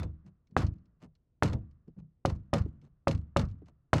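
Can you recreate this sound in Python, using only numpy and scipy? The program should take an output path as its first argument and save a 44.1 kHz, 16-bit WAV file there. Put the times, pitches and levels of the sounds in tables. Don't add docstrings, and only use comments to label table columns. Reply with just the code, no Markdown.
import sys
import numpy as np
from scipy import signal
from scipy.io import wavfile

SR = 44100
rng = np.random.default_rng(int(sys.argv[2]) if len(sys.argv) > 2 else 0)


def generate_wav(signal):
    frames = np.transpose(np.atleast_2d(signal))
    scaled = np.clip(frames, -1, 1) * 32767
    pcm = np.round(scaled).astype(np.int16)
    wavfile.write(sys.argv[1], SR, pcm)


N = 176400
LEAD = SR // 4
TIME = np.arange(-LEAD, N) / SR

# start in seconds, knock level in dB, knock frequency in Hz, boom level in dB,
# board clatter level in dB, heel ring level in dB, heel ring pitch in Hz, crack delay in seconds,
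# crack level in dB, hall level in dB, rebound level in dB, rebound delay in seconds.
STAMP_EVENTS = [(-.066, 5, 784, 2, -17.5, -30, 545, 0.019, 1, -6.5, -28.5, .126),
                (0.5667, -9, 972, 1, 0, -33.5, 747, 0.0081, -10.5, -3, -19, .083),
                (1.4252, -10, 1020, 2.5, 3, -31.5, 590, .0075, 1.5, -2.5, -25, .131),
                (2.2524, -13, 722, -0.5, -1.5, -25, 534, 0.0046, -2.5, -11.5, -24, 0.079),
                (2.5323, -17.5, 612, 1, 3.5, -21.5, 556.5, .005, 1.5, -3.5, -21.5, 0.081),
                (3.0733, -12.5, 773, 1, 0.5, -25, 547, .0072, 0.5, -8, -24.5, .082),
                (3.3643, -12.5, 900, 2.5, 2, -23.5, 548, 0.0047, 0, -4, -20, 0.077),
                (3.9325, -8, 1078, 3.5, 5, -33.5, 580, 0.0044, 0, 1.5, -22, .081)]
# start in seconds, click level in dB, thud level in dB.
TAP_EVENTS = [(0.019, -33, -13.5), (0.031, -13.5, -13.5), (0.581, -7, -20.5), (.613, -25, -6),
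              (.628, -17, -12.5), (1.497, -20, -14.5), (1.5227, -26, -14.5), (1.5311, -11, -9),
              (2.297, -12.5, -12), (3.112, -7, -15.5), (3.394, -6.5, -5)]
# start in seconds, level in dB.
TICK_EVENTS = [(0.2623, -36), (0.471, -42), (.51, -45), (0.646, -24), (0.6665, -18), (0.783, -48),
               (0.8561, -44), (1.1522, -40), (1.509, -27.5), (1.7109, -44), (1.879, -45.5), (2.326, -36),
               (2.3594, -36), (2.618, -26), (2.815, -39), (3.149, -19), (3.176, -30.5), (3.453, -29),
               (3.4862, -33.5), (3.5123, -35.5), (3.6589, -37)]
# start in seconds, level in dB.
TOUCH_EVENTS = [(1.8795, -10), (2.659, -1), (3.6184, -8)]
# start in seconds, length in seconds, level in dB,
# board hum level in dB, hum frequency in Hz.
STEP_EVENTS = [(.243, .04, 0, -45, 186.8), (0.5, 0.055, -0.5, -47, 191.5), (1.025, 0.018, 4, -42.5, 159.6),
               (1.872, 0.0066, 3, -54.5, 157.2), (1.964, 0.017, 4.5, -37.5, 188.6),
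               (1.995, 0.051, -4.5, -38, 156.2), (2.82, 0.034, 0, -61, 193.6),
               (3.623, 0.011, -13, -54.5, 195)]
# middle in seconds, half length in seconds, level in dB.
SCUFF_EVENTS = [(0.274, 0.011, -8.5), (1.033, 0.0137, 1), (1.993, 0.0076, -10.5), (2.848, 0.015, -9.5),
                (3.682, 0.01, -5.5)]

# multiple of the ring pitch, level in dB, T60 in seconds.
HEEL_MODES = [(.61, -9, 0.055), (1, 2.5, 0.09), (1.24, -7.5, .05), (2.2, -5, 0.046)]
# frequency in Hz, level in dB, T60 in seconds,
# swell time constant in seconds.
PLATFORM_MODES = [(30, -42, 0.19, 0.046), (54, -49, 0.12, 0.073), (74.22, -18, 0.4, 0.22),
                  (85, -24, 0.13, 0.0083), (97.53, -17.5, .29, 0.058), (130.3, -23.5, 0.087, 0.0011),
                  (122.53, -23.5, 0.24, 0.032), (156.47, -24.5, .29, 0.026), (197.8, -29.5, 0.28, 0.016),
                  (233, -29.5, 0.16, 0.0034), (281.8, -37.5, 0.28, 0.0037), (320.5, -42, 0.37, 0.0046),
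                  (368, -39.5, 0.064, 0.0076), (488.1, -38.5, 0.16, .002)]
# frequency in Hz, level in dB, T60 in seconds.
RINGING_TONES = [(128.7, -54.5, 0.88), (163.6, -51.5, 0.71), (925, -79.5, 0.74), (990, -84, 0.93),
                 (1160, -81.5, 1.2)]
# frequency in Hz, width in Hz, level in dB.
SHOE_RESONANCES = [(2244, 180, -3), (2600, 510, -2.5), (2940, 49, 0), (3530, 15, -6.5), (4230, 140, -1),
                   (5260, 25, -10.5), (6290, 180, -1)]

# frequency in Hz, level in dB, T60 in seconds.
BOARD_SPECTRUM = [(59.5, -51.5, 0.48), (148, -41.5, 0.74), (303, -38, 0.21), (556, -40.5, 0.18),
                  (1210, -44, 0.061), (1920, -49.5, 0.038), (3513, -69.5, 0.1), (6800, -83, 0.026),
                  (15000, -105, .03)]
# frequency in Hz, level in dB, T60 in seconds.
SNAP_SPECTRUM = [(500, -62.5, 0.011), (1500, -52.5, 0.017), (2780, -48.5, 0.016), (7040, -53, 0.012),
                 (8500, -58.5, 0.0042), (12000, -61, 0.0046), (14910, -76, .004)]
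# frequency in Hz, level in dB, T60 in seconds.
CRACK_SPECTRUM = [(600, -64.5, .04), (1500, -52, 0.015), (4700, -53.5, .04), (6450, -61, .04),
                  (8100, -68, 0.05), (11540, -75.5, 0.055), (15000, -97.5, .025)]
# frequency in Hz, level in dB, T60 in seconds.
HALL_SPECTRUM = [(400, -51.5, 0.042), (1200, -49, 0.18), (2550, -58, 0.027), (4501, -59, 0.079),
                 (7000, -65, 0.046), (10000, -82.5, 0.11), (12000, -84, .06), (15000, -108, .04)]
# frequency in Hz, level in dB, T60 in seconds.
FAR_TAIL_SPECTRUM = [(82, -58, 1.6), (181, -63.5, 0.88), (327, -69, 0.31), (600, -80.5, 1.2),
                     (890, -88.5, 0.48), (1180, -85.5, 1.5), (6000, -114, 0.28)]
# frequency in Hz, level in dB, T60 in seconds.
TICK_SPECTRUM = [(500, -70, .03), (1800, -56, 0.053), (3000, -52, 0.023), (4800, -52.5, 0.048),
                 (7620, -58.5, 0.0093), (10850, -91.5, 0.015), (14600, -104, .02)]
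# frequency in Hz, level in dB, T60 in seconds.
TOUCH_SPECTRUM = [(144, -63, 0.18), (357, -42, 0.059), (704, -69, 0.019), (3050, -105, 0.02)]
# frequency in Hz, level in dB, T60 in seconds.
STEP_SPECTRUM = [(30, -67, .2), (77, -57, .2), (161, -47.5, 0.11), (278, -59.5, 0.11), (432, -77, .07),
                 (800, -94, 0.027), (1502, -104, 0.044), (5840, -125, 0.045)]
# frequency in Hz, level in dB, T60 in seconds.
SCUFF_SPECTRUM = [(158, -67.5, 0.017), (473, -78, 0.12), (1350, -76.5, 0.0065), (2650, -89.5, 0.016),
                  (6200, -93, 0.018), (9000, -106.5, 0.034), (15000, -120, 0.022)]
# frequency in Hz, level in dB, T60 in seconds.
RUMBLE_SPECTRUM = [(25, -75.5, 0.01), (70, -69.5, .02), (360, -88, 0.014), (990, -109, 0.018),
                   (14770, -130, 0.018)]

PULSE_CENTRE_S = 0.02
KNOCK_BODY_RATIO, KNOCK_BODY_DB = 0.37, -14.5
KNOCK_EDGE_RATIO, KNOCK_EDGE_DB = 2.1, -15.5
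BOARD_END_S, BOARD_END_DB = 0.0021, -12
HEEL_SWELL_S = 0.002
MODE_SPREAD_DB = 1.2
RING_SPREAD_DB = 2
SOLE_S, SOLE_HZ, SOLE_DB = 0.0165, 132, -25.5
REBOUND_HZ = 68.6
FLUTTER_S, FLUTTER_LOSS_DB = 0.039, 6.5
TAP_BOARDS_DB = -1.5
TAP_SNAP_DB = -17
RIM_SNAP_DB, RIM_SNAP_GROWTH = 22.5, 3.6
RATTLES_PER_S, RATTLE_DB, RATTLE_SPREAD_DB = 91, -13, 5.5
RATTLE_FADE_DB_PER_S = 202.5
GRAIN_DB, GRAIN_S = 2.0, 0.0008
HALL_HOLD_S = 0.034
ECHO_S, ECHO_DB = 0.044, -5
HUM_T60_S, HUM_SWELL_S = 0.24, 0.02
HUM_LOWER_RATIO, HUM_LOWER_DB = 0.79, -5
GRIT_DB = 6.5
CUTOFF_HZ = 16200


def knocks():
    out = np.zeros(len(TIME))
    for s, db, hz, _, _, ring_db, ring_hz, *_ in STAMP_EVENTS:
        body = from_db(KNOCK_BODY_DB) * flex(hz * KNOCK_BODY_RATIO)
        edge = from_db(KNOCK_EDGE_DB) * flex(hz * KNOCK_EDGE_RATIO)
        pulse = flex(hz) + body + edge
        pulse_start = s - PULSE_CENTRE_S
        add(out, pulse_start, from_db(db) * pulse)
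        add(out, pulse_start + BOARD_END_S, -from_db(db + BOARD_END_DB) * pulse)
        for ratio, mode_db, t60 in HEEL_MODES:
            level_db = ring_db + mode_db + 2 * MODE_SPREAD_DB * rng.standard_normal()
            add(out, s, from_db(level_db) * mode(ring_hz * ratio, t60, HEEL_SWELL_S))
    return out


def boom():
    out = np.zeros(len(TIME))
    shapes = np.array([from_db(db) * mode(hz, t60, swell) for hz, db, t60, swell in PLATFORM_MODES])
    stamp_blows = [(row[0], row[3]) for row in STAMP_EVENTS]
    tap_blows = [(s, thud_db) for s, _, thud_db in TAP_EVENTS]
    for s, db in stamp_blows + tap_blows:
        mix_db = db + MODE_SPREAD_DB * rng.standard_normal(len(shapes))
        add(out, s, from_db(mix_db) @ shapes)

    rings = np.array([from_db(db) * mode(hz, t60, HUM_SWELL_S) for hz, db, t60 in RINGING_TONES])
    for s, _, _, boom_db, *_, rebound_db, delay in STAMP_EVENTS:
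        ring_mix_db = boom_db + RING_SPREAD_DB * rng.standard_normal(len(rings))
        add(out, s, from_db(ring_mix_db) @ rings)
        pulse_start = s - PULSE_CENTRE_S
        add(out, pulse_start + SOLE_S, from_db(boom_db + SOLE_DB) * flex(SOLE_HZ))
        for k in range(3):
            level = from_db(rebound_db - k * FLUTTER_LOSS_DB)
            add(out, pulse_start + delay + k * FLUTTER_S, level * bounce(REBOUND_HZ))
    return out


def shoe_cracks():
    s, knock_db, _, _, _, _, _, delay, crack_db, hall_db, _, _ = np.transpose(STAMP_EVENTS)
    tap_s, click_db, _ = np.transpose(TAP_EVENTS)
    crack_s = s + delay
    rim_db = RIM_SNAP_DB + RIM_SNAP_GROWTH * knock_db
    snap_db = np.r_[rim_db, crack_db, click_db + TAP_SNAP_DB]
    snap_power = clicks(np.r_[s, crack_s, tap_s], from_db(snap_db) ** 2)
    snaps = wash(snap_power + rattle(crack_s, hall_db), SNAP_SPECTRUM)
    cracks = struck(np.r_[crack_s, tap_s], np.r_[crack_db, click_db], CRACK_SPECTRUM, GRAIN_DB)
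    return coloured(snaps + cracks, SHOE_RESONANCES)


def rattle(starts, levels_db):
    fade = np.zeros(len(TIME))
    for s, db in zip(starts, levels_db):
        fade += from_db(db - RATTLE_FADE_DB_PER_S * np.abs(TIME - s)) * (TIME > s)
    contacts = rng.random(len(TIME)) < RATTLES_PER_S / SR
    sizes_db = RATTLE_DB + RATTLE_SPREAD_DB * rng.uniform(-1.7, 1, len(TIME))
    return (contacts * fade * from_db(sizes_db)) ** 2


def board_clatter():
    s, boards_db = np.transpose(STAMP_EVENTS)[[0, 4]]
    tap_s, _, thud_db = np.transpose(TAP_EVENTS)
    return struck(np.r_[s, tap_s], np.r_[boards_db, thud_db + TAP_BOARDS_DB], BOARD_SPECTRUM)


def footwork():
    step_power = sum(held(s, length, db) for s, length, db, _, _ in STEP_EVENTS)
    steps = wash(step_power, STEP_SPECTRUM)
    for s, _, _, db, hz in STEP_EVENTS:
        add(steps, s, from_db(db) * mode(hz, HUM_T60_S, HUM_SWELL_S))
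        lower = mode(hz * HUM_LOWER_RATIO, HUM_T60_S, HUM_SWELL_S)
        add(steps, s, from_db(db + HUM_LOWER_DB) * lower)
    slide = sum(from_db(db) ** 2 * np.exp(-((TIME - s) / half) ** 2) for s, half, db in SCUFF_EVENTS)
    scuffs = wash(slide / 100, SCUFF_SPECTRUM, GRIT_DB)
    ticks = struck(*np.transpose(TICK_EVENTS), TICK_SPECTRUM)
    touches = struck(*np.transpose(TOUCH_EVENTS), TOUCH_SPECTRUM)
    return steps + coloured(ticks + scuffs, SHOE_RESONANCES) + touches


def hall_answer():
    s, boom_db, delay, hall_db = np.transpose(STAMP_EVENTS)[[0, 3, 7, 9]]
    crack_s = s + delay
    early = sum(held(start, HALL_HOLD_S, db) for start, db in zip(crack_s, hall_db))
    echo = clicks(crack_s + ECHO_S, from_db(hall_db + ECHO_DB) ** 2)
    hall = wash(early + echo, HALL_SPECTRUM, GRAIN_DB)
    return coloured(hall, SHOE_RESONANCES) + struck(s, boom_db, FAR_TAIL_SPECTRUM)


def rumble():
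    return wash(np.ones(len(TIME)) / 100, RUMBLE_SPECTRUM)


def flex(hz):
    u = (np.pi * hz * (np.arange(SR // 25) / SR - PULSE_CENTRE_S)) ** 2
    return (2 * u - 1) * np.exp(-u)


def bounce(hz):
    u = np.pi * hz * (np.arange(SR // 25) / SR - PULSE_CENTRE_S)
    return (3 * u - 2 * u ** 3) * np.exp(-u ** 2)


def mode(hz, t60, swell):
    t = np.arange(SR) / SR
    return np.sin(2 * np.pi * hz * t) * from_db(-60 * t / t60) * (1 - np.exp(-t / swell))


def wash(power, spectrum, grain_db=0):
    hz, db, t60 = np.transpose(spectrum)
    knots = np.arange(TIME[0], TIME[-1], GRAIN_S)
    grain = np.interp(TIME, knots, rng.standard_normal(len(knots)))
    white = rng.standard_normal((2, len(TIME))) * from_db(grain_db * grain)
    out = np.zeros(len(TIME))
    edges = 22 * 2 ** (np.arange(20) / 2)
    for k, (low, high) in enumerate(zip(edges, edges[1:])):
        centre = np.log(low * high) / 2
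        keep = from_db(-120 / (np.interp(centre, np.log(hz), t60) * SR))
        stored_power = signal.lfilter([1], [1, -keep], power + 1e-18)
        level = np.sqrt(stored_power) * from_db(np.interp(centre, np.log(hz), db))
        band = signal.butter(2, [low, high], "band", fs=SR, output="sos")
        out += signal.sosfilt(band, level * white[k % 2])
    return out * np.sqrt(SR / 200)


def struck(times, db, spectrum, grain_db=0):
    return wash(clicks(times, from_db(db) ** 2), spectrum, grain_db)


def coloured(x, peaks):
    out = x.copy()
    for hz, width, db in peaks:
        out += from_db(db) * signal.lfilter(*signal.iirpeak(hz, hz / width, fs=SR), x)
    return out


def held(s, length, db):
    return from_db(db) ** 2 * ((TIME >= s) & (TIME < s + length)) / (length * SR)


def clicks(times, sizes):
    out = np.zeros(len(TIME))
    at = (np.asarray(times) * SR).astype(int) + LEAD
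    np.add.at(out, np.clip(at, 0, len(out) - 1), sizes)
    return out


def add(out, s, sound):
    i = max(int(s * SR) + LEAD, 0)
    out[i:i + len(sound)] += sound[:max(len(out) - i, 0)]


def from_db(db):
    return 10 ** (np.asarray(db) / 20)


def scene():
    stamps = knocks() + boom() + shoe_cracks() + board_clatter()
    return (stamps + footwork() + hall_answer() + rumble())[None, LEAD:]


def record(dry):
    return signal.sosfilt(signal.cheby2(12, 70, CUTOFF_HZ, fs=SR, output="sos"), dry)


dry = scene()
out = record(dry)
generate_wav(out)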